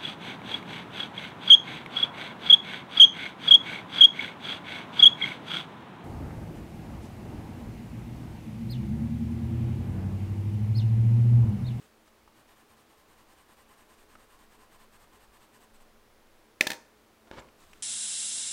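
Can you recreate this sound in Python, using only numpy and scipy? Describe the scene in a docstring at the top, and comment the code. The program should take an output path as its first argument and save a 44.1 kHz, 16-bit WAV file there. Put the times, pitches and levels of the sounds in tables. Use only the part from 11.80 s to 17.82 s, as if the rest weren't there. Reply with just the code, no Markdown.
"""At a wooden table in a quiet room, a wax crayon scribbles on textured paper close to the microphone.
Random slips, shaped by the crayon's resonances and a bright tip tone, swell and die with every stroke.
The crayon drops into its metal tin: each bounce excites the tin's damped modes, a knock and a jostle.
A paintbrush is knocked and dragged off the table, exciting table modes; soft swishes and ticks are the
hand and light touches on the page. A room tail, room tone, hums and a table rumble surround it all."""
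import sys
import numpy as np
from scipy import signal
from scipy.fft import rfft, irfft
from scipy.io import wavfile
from scipy.ndimage import map_coordinates

SR = 44100
rng = np.random.default_rng(int(sys.argv[2]) if len(sys.argv) > 2 else 0)


def to_wav(s):
    """Save 16-bit WAV."""
    ch = np.atleast_2d(s).T  # columns
    pcm = np.round(np.clip(ch, -1, 1) * 32767)  # PCM
    wavfile.write(sys.argv[1], SR, pcm.astype(np.int16))


N = 265614
TIME = np.arange(N) / SR
FREQS = np.fft.rfftfreq(N, 1 / SR) + 1e-3  # offset keeps log(0) away
RING = TIME[:SR // 4]  # time axis of short sounds, 0.25 s


def amp(db):
    """Decibels to amplitude gain."""
    return 10 ** (np.asarray(db) / 20)


def unit(x):
    """Scale to rms 1."""
    return x / np.sqrt(np.mean(x ** 2))


def blow(x, db):
    """Scale a short sound so its whole energy, packed into 5 ms, would have this rms level."""
    energy = np.sum(x ** 2)
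    return x * amp(db) / np.sqrt(energy / (.005 * SR))


def along(points, hz):
    """Interpolate (Hz, value) points on a log-frequency axis."""
    point_hz, value = np.transpose(points)
    return np.interp(np.log(hz), np.log(point_hz), value)


def colour(x, points, peaks=()):
    """Filter by a smooth spectrum in dB with Gaussian resonances on top."""
    gain_db = along(points, FREQS)
    for hz, width_hz, lift_db in peaks:
        gain_db = gain_db + lift_db * np.exp(-2 * ((FREQS - hz) / width_hz) ** 2)
    return irfft(rfft(x) * amp(gain_db), N)


def lowpass(x, cutoff_hz):
    """Second-order Butterworth low-pass."""
    return signal.sosfilt(signal.butter(2, cutoff_hz, fs=SR, output="sos"), x)


def add(out, start_s, x):
    """Mix x into out from start_s."""
    i = int(start_s * SR)
    out[i:i + len(x)] += x[:N - i]


def ring(modes):
    """Impulse response of damped modes; dividing by t60 makes the level that of the spectral peak."""
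    response = np.zeros(len(RING))
    for hz, t60_s, peak_db in modes:
        decay = amp(-60 * RING / t60_s)
        response += amp(peak_db) / t60_s * np.cos(2 * np.pi * hz * RING) * decay
    return response


def grains(per_s, spread_db):
    """Friction as tiny slips of random sign at random moments, most weak and a few strong."""
    chance, size, push = rng.random(N), rng.exponential(size=N), rng.standard_normal(N)
    slip = np.sign(push) * amp(spread_db * np.minimum(size, 4))
    return unit((chance < per_s / SR) * slip)


def sweeps(rows, squareness):
    """Friction gain: each movement speeds up, runs and stops; length is between half-power points."""
    power = np.zeros(N)
    for middle_s, length_s, db in rows:
        distance = np.abs(2 * (TIME - middle_s) / length_s)
        power += amp(db) ** 2 * .5 ** np.minimum(distance ** squareness, 60)
    return np.sqrt(power)


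def contact(length_s, hardness_hz, split_hz=1100):
    """One push below split_hz, brief even chatter above it; a softer contact has less treble."""
    n = max(int(length_s * SR), 8)
    push, chatter = np.zeros(len(RING)), np.zeros(len(RING))
    push[0] = 1
    hz = np.fft.rfftfreq(n, 1 / SR)
    phases = np.exp(2j * np.pi * rng.random(len(RING)))[:len(hz)]
    chatter[:n] = irfft(phases / (1 + (hz / hardness_hz) ** 4) ** .5, n)
    highpass = signal.butter(2, split_hz, "high", fs=SR, output="sos")
    return lowpass(push, split_hz) + signal.sosfilt(highpass, chatter)


# Scribbling hand. Each row: time in s, period of one swing there and back in s, stroke length in s,
# level in dB.
HAND_EFFORT = [(.6, .206, .056, -63), (.92, .202, .048, -62), (1.15, .199, .048, -64.5),
               (1.45, .2, .052, -62.5), (2.05, .2055, .054, -61.2), (2.48, .204, .06, -63),
               (3.15, .2035, .042, -59.7), (3.45, .203, .046, -61.7), (3.83, .193, .041, -60),
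               (4.0, .196, .028, -63.5)]
FIRST_TURN_S, TURN_GAP_S = .546, .033  # gap between a stroke and its return
RETURN_DB = -.2  # return stroke re forward stroke


def strokes(count=18):
    """Even wrist swings, a stroke on each side of a turn: rows (middle s, length s, level dB)."""
    times_s, swings_s, lengths_s, levels_db = np.transpose(HAND_EFFORT)
    rows, turn_s = [], FIRST_TURN_S
    for _ in range(count):
        swing_s = np.interp(turn_s, times_s, swings_s)
        length_s = np.interp(turn_s, times_s, lengths_s)
        for side, lift_db in ((-1, 0), (1, RETURN_DB)):
            middle_s = turn_s + side * (length_s + TURN_GAP_S) / 2
            rows.append((middle_s, length_s, np.interp(middle_s, times_s, levels_db) + lift_db))
        turn_s += swing_s
    return rows[1:]  # the crayon touches down only in time for the first return


# Wax rubbing on paper. Each row: frequency in Hz, relative level in dB.
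RUB_SPECTRUM = [(100, -2), (220, -10.5), (450, -19.5), (800, -4), (1700, -12), (2400, -11.5), (4000, -15),
                (5500, -19.5), (10500, -23), (15500, -29.5)]
# Resonances of the held crayon. Each row: frequency in Hz, width in Hz, lift in dB.
CRAYON_PEAKS = [(1075, 190, 7.5), (1740, 380, 6.5), (2920, 320, 3), (6840, 650, 3.5), (7600, 490, 5),
                (8550, 700, 2), (9530, 600, 6), (12900, 1800, 10)]
# Bright ring of the wax tip, falling as the tip wears flat. Each row: time in s, pitch in Hz,
# level re the rub in dB.
TIP_RING = [(.6, 8620, -16), (2.0, 8490, -12), (3.0, 8400, -13.5), (3.75, 8230, -12.5), (4.03, 8150, -10.5)]


def scribble(wander=.018, tip_width_hz=300):
    """Wax catches on the paper's tooth; the slips ring the crayon and die at each turn of the hand."""
    rows = strokes()
    rub = unit(colour(grains(per_s=16000, spread_db=1.5), RUB_SPECTRUM, CRAYON_PEAKS))
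    # the grip changes from stroke to stroke: a varying read speed shifts the resonances a little
    middles_s = np.transpose(rows)[0]
    speed = 1 + wander * np.interp(TIME, middles_s, rng.standard_normal(len(rows)))
    rub = map_coordinates(rub, [np.cumsum(speed)], order=3, mode="wrap")

    times_s, pitches_hz, levels_db = np.transpose(TIP_RING)
    tip_hz = np.interp(TIME, times_s, pitches_hz)
    tip_db = np.interp(TIME, times_s, levels_db)
    # complex low-passed noise shifted up to the tip pitch: a narrow noise band
    flutter = lowpass(rng.standard_normal(N) + 1j * rng.standard_normal(N), tip_width_hz)
    carrier = np.exp(2j * np.pi * np.cumsum(tip_hz) / SR)
    tip = unit(np.real(flutter * carrier))
    return (rub + tip * amp(tip_db)) * sweeps(rows, squareness=4.4)


# Crayon landing in the tin. Each row: start in s, level in dB (energy packed into 5 ms),
# chatter length in s, knock pitch in Hz, knock level in dB (packed likewise).
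TIN_BOUNCES = [(4.8088, -19.5, .0035, 2310, -16), (4.8691, -23, .005, 3540, -32.5),
               (4.9027, -28.5, 0.005, 1850, -36), (4.9168, -31, 0.0045, 3100, -37),
               (4.932, -39, 0.0043, 1800, -47), (4.942, -51, 0.0023, 1800, -55)]
# Modes of the tin full of crayons. Each row: frequency in Hz, t60 in s, relative peak in dB.
TIN_MODES = [(165, 0.051, 1.5), (245.4, .1, 4.5), (320, 0.018, 9), (507, .13, 9), (560, 0.014, 4.5),
             (619, .13, 8), (792, 0.052, 6.5), (930, 0.075, 14.5), (1050, .012, -1.5), (1393, .03, -0.5),
             (1777, 0.021, 19.5), (2046, .012, 8), (2500, 0.015, 13.5), (3207, 0.011, 9.5),
             (3606, .01, 13.5), (4180, 0.00905, 10), (5200, .005, -5.5), (6010, .005, -1), (7040, .005, -6),
             (8550, 0.012, 1.5), (10650, 0.0037, -9), (13200, 0.0017, -10)]
# Other crayons jostling after each bounce. Each row: frequency in Hz, relative level in dB.
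JOSTLE_SPECTRUM = [(60, -13), (180, 7), (900, 1), (1250, -5), (1750, 4), (3000, 1), (5000, -0.5),
                   (7500, -8), (10000, -13), (15000, -7.5)]


def drop(hardness_hz=12500, knock_lag_s=0.001754, knock_width_s=0.00044,
         jostle_db=-10, jostle_t60_s=0.15):
    """Each bounce rings the tin; the crayon knocks against its neighbours and sets them jostling."""
    out, jostle_power, tin = np.zeros(N), np.zeros(N), ring(TIN_MODES)
    for start_s, db, chatter_s, knock_hz, knock_db in TIN_BOUNCES:
        rattle = signal.fftconvolve(contact(chatter_s, hardness_hz), tin)
        # wax on wax is heavily damped: the knock lasts only a few cycles
        knock_time = RING - knock_lag_s
        knock = np.cos(2 * np.pi * knock_hz * knock_time) * np.exp(-.5 * (knock_time / knock_width_s) ** 2)
        add(out, start_s, blow(rattle, db))
        add(out, start_s, blow(knock, knock_db))
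        decay = amp(-60 * RING / jostle_t60_s)
        add(jostle_power, start_s, blow(decay, db + jostle_db) ** 2)
    jostle = unit(colour(grains(per_s=4800, spread_db=4), JOSTLE_SPECTRUM))
    return out + jostle * np.sqrt(jostle_power)


# Paintbrush against the table. Each row: start in s, level in dB (energy packed into 5 ms),
# chatter length in s, contact hardness in Hz.
BRUSH_BUMPS = [(5.513, -38.5, 0.00209, 4500), (5.5764, -49, 0.0056, 3500), (5.5837, -43, 0.0035, 3500),
               (5.5886, -43, .005, 4980), (5.5997, -52, .005, 7000)]
# Paintbrush dragged along the table. Each row: middle in s, length in s, level in dB.
BRUSH_DRAGS = [(5.479, 0.014, -57), (5.538, 0.028, -49.5), (5.575, 0.027, -49.5), (5.59, 0.023, -46.5),
               (5.66, 0.057, -61.5)]
# Modes of brush and table. Each row: frequency in Hz, t60 in s, relative peak in dB.
TABLE_MODES = [(50, 0.14, 11), (80, 0.07, 3), (148, 0.027, -1), (240, 0.032, 4), (315, 0.023, 8.5),
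               (507, 0.029, 7), (660, 0.04, -3), (870, 0.023, 4.5), (1050, 0.024, -.5), (1380, 0.023, -.5),
               (1640, 0.023, -7), (2110, 0.02, -5), (2780, 0.012, -11), (3460, 0.022, -13),
               (8000, 0.0014, -40)]


def paintbrush(drag_hz=6000):
    """Bumps and low-passed drag slips of the brush both excite the damped modes of brush and table."""
    table = ring(TABLE_MODES)
    slips = lowpass(grains(per_s=5000, spread_db=1.5), drag_hz)
    drag = unit(signal.fftconvolve(slips, table)[:N])
    out = drag * sweeps(BRUSH_DRAGS, squareness=2.1)
    for start_s, db, chatter_s, hardness_hz in BRUSH_BUMPS:
        bump = signal.fftconvolve(contact(chatter_s, hardness_hz), table)
        add(out, start_s, blow(bump, db))
    return out


# Hand sliding over the page. Each row: middle in s, length in s, level in dB.
HAND_SWISHES = [(.026, 0.067, -63), (.275, 0.034, -68.5), (5.82, 0.05, -61.5), (5.89, 0.086, -64),
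                (5.98, 0.093, -65.5)]
# Skin on paper. Each row: frequency in Hz, relative level in dB.
SKIN_SPECTRUM = [(60, 0), (130, 2), (260, 4), (700, -18), (1100, 0.5), (2300, -7.5), (3800, -5),
                 (5500, -12.5), (8200, -8), (10500, -18), (15000, -16)]


def hand():
    """Skin slides softly over the page: coloured slips under slow-edged gains."""
    return unit(colour(grains(per_s=12000, spread_db=5.0), SKIN_SPECTRUM)) * sweeps(HAND_SWISHES, squareness=2.2)


# Light touches of crayon tip and brush. Each row: start in s, ring level in dB (energy packed
# into 5 ms), pitch in Hz, ring t60 in s, snap low-pass cutoff in Hz.
LIGHT_TICKS = [(.2775, -61, 1000, .004, 5500), (.477, -55.5, 1050, .015, 2200),
               (2.3536, -50.5, 1340, .022, 2200), (5.5965, -59.5, 7400, .02, 6000),
               (5.621, -61, 2170, .007, 5000), (5.687, -61.5, 2330, .005, 4000),
               (5.9328, -54.5, 2500, .003, 8000)]
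REBOUND_S, REBOUND_DB = .0033, -2.5  # every light touch lands twice


def ticks(snap_db=-7, snap_t60_s=.012, detune=.04):
    """A light touch gives one short ring and a snap, then rebounds at a slightly different pitch."""
    out = np.zeros(N)
    for start_s, db, hz, t60_s, bright_hz in LIGHT_TICKS:
        rebound_hz = hz * (1 + detune * rng.standard_normal())
        for lag_s, drop_db, pitch_hz in ((0, 0, hz), (REBOUND_S, REBOUND_DB, rebound_hz)):
            level_db = db + drop_db
            tone = np.sin(2 * np.pi * pitch_hz * RING) * amp(-60 * RING / t60_s)
            noise = rng.standard_normal(len(RING)) * amp(-60 * RING / snap_t60_s)
            snap = lowpass(noise, bright_hz)
            add(out, start_s + lag_s, blow(tone, level_db) + blow(snap, level_db + snap_db))
    return out


# Sound returned by the room. Each row: frequency in Hz, gain in dB.
ROOM_RETURN = [(100, -10.5), (500, -7), (1100, -5.5), (2200, -19), (3800, -19.5), (6000, -8.5), (9000, -12),
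               (15000, -21)]
# Room decay. Each row: frequency in Hz, t60 in s.
ROOM_DECAY = [(200, .45), (1000, .38), (4000, 0.4), (14000, .26)]


def room(x, build_s=0.0018):
    """A small furnished room: a dense noise tail in bands, the highest treble dying fastest."""
    noise, tail = rfft(rng.standard_normal(N)), np.zeros(N)
    edges_hz = np.geomspace(40, SR / 2, 10)
    for low_hz, high_hz in zip(edges_hz, edges_hz[1:]):
        t60_s = along(ROOM_DECAY, np.sqrt(low_hz * high_hz))
        decay = amp(-60 * TIME / t60_s) * (1 - np.exp(-(TIME / build_s) ** 2))
        band = irfft(noise * ((FREQS >= low_hz) & (FREQS < high_hz)), N)
        tail += band * decay / np.linalg.norm(decay)
    return signal.fftconvolve(x, colour(tail, ROOM_RETURN)[:SR])[:N]


# Room tone. Each row: frequency in Hz, level in dB per Hz.
AIR_SPECTRUM = [(30, -105), (48, -93), (85, -94), (150, -99), (300, -94), (500, -93.5), (700, -96),
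                (1100, -97.5), (2400, -104), (4000, -107.5), (7000, -112), (15500, -115)]
# Steady hums and a faint whine in the room tone. Each row: frequency in Hz, width in Hz, lift in dB.
HUM_PEAKS = [(226.4, 18, 7.5), (321, 13, 5), (424, 10.05, 7), (15000, 124, 4)]
# Deep rumble as the arm moves the table. Each row: time in s, level in dB before rumble_db is added.
RUMBLE_LEVEL = [(0.0, -78), (0.37, -69), (1.14, -76), (2.56, -61), (2.92, -69), (3.52, -59), (3.74, -81),
                (3.92, -61), (5.42, -85), (6.02, -60)]
# Colour of the rumble. Each row: frequency in Hz, relative level in dB.
RUMBLE_SPECTRUM = [(6, -21), (16, -0.5), (28, -23), (50, -19.5), (100, -42), (400, -100)]


def background(rumble_db=1.5, hum_hz=220, hum_db=-76):
    """Steady coloured noise with narrow hums, one pure hum, and low noise of changing level."""
    white = rng.standard_normal(N) * np.sqrt(SR / 2)  # 0 dB per Hz
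    air = colour(white, AIR_SPECTRUM, HUM_PEAKS)
    hum = unit(np.sin(2 * np.pi * hum_hz * TIME)) * amp(hum_db)
    rumble = unit(colour(rng.standard_normal(N), RUMBLE_SPECTRUM))
    level_db = np.interp(TIME, *np.transpose(RUMBLE_LEVEL)) + rumble_db
    return air + hum + rumble * amp(level_db)


def scene():
    """Everything on the table, heard in the room by one microphone."""
    direct = scribble() + drop() + paintbrush() + hand() + ticks()
    return (direct + room(direct) + background())[None]


def record(dry, top_hz=15750):
    """The recorder cuts the top with a steep elliptic low-pass."""
    return signal.sosfilt(signal.ellip(10, .1, 70, top_hz, fs=SR, output="sos"), dry)


dry = scene()
out = record(dry)
to_wav(out)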